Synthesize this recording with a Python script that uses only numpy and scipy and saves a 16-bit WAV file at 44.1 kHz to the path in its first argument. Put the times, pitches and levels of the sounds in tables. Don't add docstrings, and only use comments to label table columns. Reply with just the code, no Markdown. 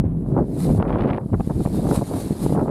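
import sys
import numpy as np
from scipy import signal
from scipy.fft import rfft, irfft, next_fast_len
from scipy.io import wavfile
from scipy.ndimage import uniform_filter1d, minimum_filter1d, map_coordinates

SR = 44100
rng = np.random.default_rng(int(sys.argv[2]) if len(sys.argv) > 2 else 0)


def field_ratio(decibels):
    return 10 ** (np.asarray(decibels, dtype=float) / 20)


def wav_record(signal):
    frames = np.transpose(np.atleast_2d(signal))
    bounded = np.clip(frames, -1, 1)
    quanta = np.round(bounded * 32767).astype(np.int16)
    wavfile.write(sys.argv[1], SR, quanta)


N = 119070


def unit(x):
    return x / np.sqrt(np.mean(x ** 2) + 1e-20)


def curves(rows):
    s, *columns = np.transpose(rows)
    return [np.interp(np.arange(N) / SR, s, column) for column in columns]


def wobble(rate):
    knots = rng.standard_normal(1000)
    return map_coordinates(knots, [np.arange(N) * rate / SR % 990])


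def coloured(x, points):
    size = next_fast_len(N + 8192)
    hz = np.fft.rfftfreq(size, 1 / SR)
    point_hz, db = np.transpose(points)
    gain = field_ratio(np.interp(np.log(hz + 1), np.log(point_hz + 1), db))
    return irfft(rfft(x, size) * gain, size)[:N]


def pushes(s, width_s, gain, size, smooth=False):
    at = np.round(s * SR).astype(int)[:, None] + np.arange(-size, size)
    u = (at / SR - s[:, None]) / width_s[:, None]
    shape = u * np.exp(-u * u / 2) if smooth else u / (1 + u * u) ** 2
    shape = shape * np.hanning(2 * size) * (gain / np.sqrt(width_s * SR))[:, None]
    return np.bincount((at + size).ravel(), shape.ravel(), N + 3 * size)[size:N + size]


def eddies(shrink, count, width_s, spread, size_db, size, smooth=False):
    s = (np.arange(count) + rng.random(count)) / count * (N - 1) / SR
    draw = rng.standard_normal((count, 3))
    width = width_s * np.exp(spread * np.clip(draw[:, 0], -1, 2)) * shrink[(s * SR).astype(int)]
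    gain = np.sign(draw[:, 1]) * field_ratio(size_db * draw[:, 2])
    return unit(pushes(s, width, gain, size, smooth))


def swells(s, db, length_s):
    t = np.abs(np.arange(N) / SR - s[:, None]) / np.abs(length_s)[:, None]
    return (field_ratio(2 * db)[:, None] * np.exp(-(1.93 * t) ** 2)).sum(0)


# pitch in Hz, level in dB.
PORT_RESPONSE = [(20, -14.5), (45, -3), (90, -1.5), (155, 4), (260, 3), (600, -5), (1500, -16), (6000, -25)]


def through_port(x):
    return coloured(x, PORT_RESPONSE)


# time in seconds, large eddies in dB, small eddies in dB,
# size of the large ones (1 is usual).
AIRFLOW = [(0.02, -16.5, -36, 1.44), (0.21, -25.5, -40, 1.07), (0.27, -23, -28, 0.84),
           (0.4, -26, -58.5, 0.65), (0.66, -25, -44.5, 0.67), (0.79, -21.5, -21.5, 0.99),
           (0.97, -22.5, -15.5, 0.9), (1.03, -22, -19.5, 0.77), (1.15, -30, -17, 0.82),
           (1.36, -27.5, -55, 1.18), (1.65, -27.5, -34, 0.89), (1.8, -20.5, -35, 0.65),
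           (2.01, -26.5, -52, 0.97), (2.13, -65, -22.5, 0.77), (2.23, -45, -34, 0.78),
           (2.44, -24, -31.5, 0.85), (2.62, -20.5, -40.5, 0.55), (2.7, -24.5, -15.5, 1.1)]
# centre in seconds, small eddies in dB, large eddies in dB, length in seconds.
GUST_SWELLS = [(0.017, -40, -26, 0.011), (0.315, -29.5, -36.5, 0.038), (0.368, -18, -38, 0.009),
               (0.388, -20, -12, 0.051), (0.574, -34, -25, 0.024), (0.691, -22.5, -7.5, 0.035),
               (0.81, -14, -34, 0.0085), (0.895, -13, -33, 0.0096), (1.018, -37.5, -28, 0.09),
               (1.133, -22, -16.5, 0.026), (1.17, -31.5, -45, 0.0074), (1.341, -18, -8.5, 0.018),
               (1.408, -20, -10.5, 0.0074), (1.443, -42.5, -22, 0.02), (1.508, -12.5, -17.5, 0.012),
               (1.57, -36.5, -12, 0.022), (1.609, -21, -8, 0.012), (1.662, -6, -9.5, 0.003),
               (1.775, -32.5, -27, 0.0073), (1.87, -22.5, -37, 0.087), (1.958, -21, -19, 0.06),
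               (2.026, -17.5, -13.5, 0.01), (2.156, -30, -19, 0.11), (2.322, -32.5, -17.5, 0.013),
               (2.462, -23, -6.5, 0.0083), (2.502, -31.5, -5, 0.004), (2.594, -15.5, -32, 0.065),
               (2.687, -20.5, -24, 0.027), (0.15, -39.5, -16, .03), (0.257, -34, -19, 0.013),
               (1.299, -34, -31, .015), (1.797, -31, -16.5, 0.01), (2.152, -30.5, -10, 0.018),
               (2.262, -34, -16.5, 0.012)]
# pitch in Hz, level in dB.
LARGE_EDDY_TONE = [(40, 3.5), (75, -2), (115, -2), (155, -0.5), (210, -2.5), (400, 2), (1000, 4),
                   (3000, -53)]
# pitch in Hz, level in dB.
HAZE_TONE = [(300, -6), (600, 2.5), (1200, -15), (2000, -24.5), (3500, -36.5), (6000, -59.5)]


def wind():
    large_db, small_db, scale = curves(AIRFLOW)
    s, small_gust_db, large_gust_db, length = np.transpose(GUST_SWELLS)
    large = np.sqrt(field_ratio(2 * large_db) + swells(s, large_gust_db - 7.5, 1.44 * length))
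    small = np.sqrt(field_ratio(2 * small_db) + swells(s, small_gust_db + 1, length))
    small = small * field_ratio(2.2 * wobble(110))

    sharpen_per_db, sharpen_from_db = 0.012, -25
    shrink = np.exp(-sharpen_per_db * (20 * np.log10(small) - sharpen_from_db))
    large_stream = eddies(np.clip(scale, 0.3, 3), count=1100, width_s=0.0019, spread=0.26, size_db=3, size=512)
    rumble = unit(through_port(coloured(large_stream, LARGE_EDDY_TONE)))
    haze_level = field_ratio(-27 + 1.6 * wobble(60))
    rumble = rumble + haze_level * unit(coloured(rng.standard_normal(N), HAZE_TONE))
    rumble = rumble * large * field_ratio(2.34 * wobble(35.31))

    flutter = eddies(shrink, count=1900, width_s=0.00029, spread=0.33, size_db=3.5, size=128, smooth=True)
    return rumble + through_port(flutter * small * field_ratio(-4.5))


# time in seconds, peak in dB, width in milliseconds.
BIG_EDDIES = [(0.042, -8.5, 1.12), (0.326, -8, 3.2), (0.37, -19, 0.6), (0.694, -23, 0.78),
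              (0.792, -8.5, 2.3), (0.803, -11, 2.4), (0.813, -14.5, 1.4), (1.06, -9, 1.2), (1.112, -8, 2.7),
              (1.327, -16, 0.89), (1.34, -8, 0.67), (1.261, -15, 1.1), (1.475, -10.5, 1.1),
              (1.662, -4.5, 1.86), (1.918, -6.5, 1.1), (1.978, -6.5, 2.1), (1.995, -13.5, 1.2),
              (2.141, -15, 0.47), (2.309, -8, 0.9), (2.464, -4.5, 0.59), (2.525, -8.5, 0.69),
              (2.576, -9.5, .8)]


def thumps():
    s, db, width_ms = np.transpose(BIG_EDDIES)
    opening_pa, opening_s = -0.26, 0.0021
    opening = opening_pa * np.exp(-(np.arange(N) / SR / opening_s) ** 2)
    width = np.clip(width_ms, 0.55, 2) / 1000
    return through_port(pushes(s, width, -field_ratio(db + 24.5), size=512)) + opening


# time in seconds, peak in dB, width in milliseconds.
MIDDLE_EDDIES = [(0.0424, -22.5, 0.45), (0.3665, -9.5, 0.32), (0.3802, -15, 0.28), (0.389, -9, 0.34),
                 (0.3962, -15.5, 0.33), (0.4088, -18.5, 0.46), (0.5656, -19.5, 0.57), (0.6549, -19.5, 0.52),
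                 (0.6707, -21, 0.53), (0.6829, -14.5, 0.56), (0.6926, -13, 0.45), (0.7027, -14.5, 0.37),
                 (0.7497, -13, 0.5), (0.7889, -17, 0.65), (0.8011, -15, 0.27), (0.8102, -16, 0.36),
                 (0.8267, -13, 0.25), (0.9056, -11.5, 0.29), (0.9587, -13, 0.25), (1.0481, -15, 0.29),
                 (1.0575, -14, 0.47), (1.1818, -16, 0.27), (1.3332, -17.5, 0.36), (1.3435, -17, 0.22),
                 (1.3991, -17, 0.37), (1.4068, -11.5, 0.35), (1.5115, -28, 0.48), (1.5198, -23.5, 0.38),
                 (1.6536, -13.5, 0.33), (1.6745, -15.5, 0.39), (1.7461, -19.5, 0.36), (1.7944, -16, 0.57),
                 (1.8328, -21, 0.4), (1.8552, -16, 0.43), (1.8692, -20, 0.26), (1.8904, -13.5, 0.45),
                 (1.9126, -11, 0.25), (1.9245, -12, 0.35), (1.9336, -14, 0.64), (1.9459, -22, 0.32),
                 (1.9545, -17.5, 0.31), (1.9754, -18, 0.36), (2.0134, -17, 0.31), (2.0205, -12.5, 0.42),
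                 (2.1131, -13.5, 0.45), (2.1376, -22.5, 0.27), (2.1645, -15.5, 0.4), (2.4637, -11, 0.38),
                 (2.4958, -20, 0.35), (2.5041, -15.5, 0.57), (2.5256, -16, 0.41), (2.5508, -14, 0.33),
                 (2.565, -17, 0.31), (2.5777, -13.5, 0.28), (2.5862, -8.5, 0.45), (2.6011, -21, 0.42),
                 (2.6114, -13.5, 0.3), (2.6198, -21, 0.39), (2.661, -17, 0.33), (2.682, -11.5, 0.32)]


def pops():
    s, db, width_ms = np.transpose(MIDDLE_EDDIES)
    draw = rng.standard_normal((len(s), 2))
    width = np.clip(width_ms, 0.15, 0.5) / 1000
    gain = field_ratio(db - 1.5) * np.sqrt(width * SR) / np.exp(-0.5)
    late = s + 6.16 * width * np.exp(0.23 * draw[:, 0])
    trail_gain = gain * field_ratio(-7 + 2.0 * draw[:, 1])
    first = pushes(s, width, gain, size=128, smooth=True)
    return first + pushes(late, width, trail_gain, size=128, smooth=True)


# centre in seconds, level in dB, length in seconds, pace in Hz.
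EVEN_SHEDDING = [
    (0.166, -20.5, 0.041, 150.3),
    (0.63, -21, 0.068, 160.2),
    (0.768, -20, 0.05, 104.9),
]


def shedding():
    s, db, length, pace_hz = np.transpose(EVEN_SHEDDING)
    turn = 2 * np.pi * np.cumsum(1 + 0.06 * wobble(30)) / SR
    throb = np.zeros(N)
    for k in range(len(s)):
        strength = np.sqrt(2 * swells(s[[k]], db[[k]], length[[k]]))
        throb += strength * np.sin(pace_hz[k] * turn)
    return throb


# time in seconds, peak in dB, width in milliseconds.
TINY_BURSTS = [(0.3781, -33.5, 0.16), (0.3873, -49, 0.066), (0.802, -48, 0.081), (0.799, -34, 0.075),
               (0.8258, -23.5, 0.096), (0.8806, -37, 0.13), (0.8855, -34, 0.14), (0.896, -34, 0.11),
               (0.904, -33, 0.097), (0.927, -24, 0.14), (0.94, -32, 0.15), (0.954, -25.5, 0.17),
               (0.9944, -32, 0.064), (1.009, -23, 0.12), (1.0204, -24, 0.11), (1.0446, -23, 0.2),
               (1.057, -34, 0.09), (1.0744, -32, 0.091), (1.0909, -21, 0.2), (1.102, -20.5, 0.14),
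               (1.1087, -23.5, 0.11), (1.132, -19.5, 0.15), (1.1458, -26, 0.12), (1.1813, -17.5, 0.27),
               (1.333, -34, 0.098), (1.341, -40, 0.16), (1.4052, -28, 0.14), (1.6593, -24.5, 0.13),
               (2.68, -33, 0.14), (2.6914, -34, 0.14), (0.702, -30, 0.2), (0.809, -30, 0.12),
               (0.851, -30.5, 0.19), (1.213, -43, 0.2), (1.914, -36, .17), (2.557, -32, .15),
               (2.602, -36, 0.12)]


def snaps():
    s, db, width_ms = np.transpose(TINY_BURSTS)
    draw = rng.standard_normal((len(s), 6, 3))
    when = s[:, None] + 0.0011 * (1 + draw[..., 0])
    width = np.clip(width_ms, 0.085, 0.3)[:, None] / 1000 * np.exp(0.4 * np.abs(draw[..., 1]))
    gain = np.sign(draw[..., 2]) * field_ratio(db + 29)[:, None]
    return pushes(when.ravel(), width.ravel(), gain.ravel(), size=64)


# pitch in Hz, level in dB.
FINE_EDDY_TONE = [(500, -4), (1500, 0), (3000, 0), (5000, -5), (8000, -16)]


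def fold():
    t = np.arange(N) / SR
    from_s, to_s, edge_s = 0.875, 1.188, 0.0045
    folded = np.clip(np.minimum(t - from_s, to_s - t) / edge_s, 0, 1)
    fine = eddies(np.ones(N), count=1800, width_s=0.00013, spread=0.3, size_db=4, size=64)
    fine = fine * folded * field_ratio(-31 + 4.2 * wobble(130))
    return coloured(through_port(fine + snaps()), FINE_EDDY_TONE)


# time in seconds, level in dB.
RUSTLE_LEVEL = [(0.02, -77.5), (0.07, -78.5), (0.34, -63.5), (0.42, -69.5), (0.65, -38.5), (0.69, -48),
                (0.78, -55), (0.8, -64), (1.2, -68.5), (1.65, -47), (1.72, -50.5), (1.95, -39.5),
                (2.03, -49), (2.2, -42), (2.34, -48.5), (2.43, -41.5), (2.62, -57), (2.7, -56.5)]
# pitch in Hz, level in dB.
CLOTH_TONE = [(800, 8), (1500, -3.5), (3210, -9.5), (3980, -2.5), (5940, -10.5), (9780, -1), (13000, -9.5),
              (15600, -25)]
# time in seconds, dB over the rustle, length in seconds.
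CLOTH_CRACKS = [
    (0.604, 3, 0.006),
    (0.642, -7.5, 0.012),
    (0.777, 4, 0.025),
    (1.96, 8, 0.0076),
    (2.209, 4, 0.011),
    (2.431, 5.5, 0.03),
]


def wing():
    level_db, = curves(RUSTLE_LEVEL)
    crackle = rng.standard_normal(N) * field_ratio(1.1 * wobble(300) + 1.7 * wobble(28.4))
    spectrum = signal.stft(crackle, nperseg=512)[2]
    patches = uniform_filter1d(rng.standard_normal(spectrum.shape), 4, 0)
    patches = unit(uniform_filter1d(patches, 5, 1))
    patchy = signal.istft(spectrum * field_ratio(1.8 * patches), nperseg=512)[1][:N]
    s, db, length = np.transpose(CLOTH_CRACKS)
    return unit(coloured(patchy, CLOTH_TONE)) * field_ratio(level_db + 1.5) * np.sqrt(2 + swells(s, db, length))


# pitch in Hz, level in dB.
HISS_TONE = [(1500, -23), (3000, 1), (4500, 0), (6500, -13.5), (11000, 15.5), (13000, -7.5), (14500, -31)]


def air():
    return field_ratio(-72.5 + 0.5 * wobble(18)) * unit(coloured(rng.standard_normal(N), HISS_TONE))


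def scene():
    on_port = wind() + fold() + thumps() + pops() + shedding()
    return (on_port + wing() + air())[None]


def top_cut(x):
    return signal.sosfilt(signal.butter(12, 15630, fs=SR, output="sos"), x)


def record(dry):
    limit, span = 0.5, round(0.006 * SR)
    need = np.minimum(1, limit / (np.abs(dry) + 1e-9))
    gain = minimum_filter1d(need, size=2 * span)
    gain = uniform_filter1d(uniform_filter1d(gain, size=span), size=span)
    return top_cut(dry * gain)


dry = scene()
out = record(dry)
wav_record(out)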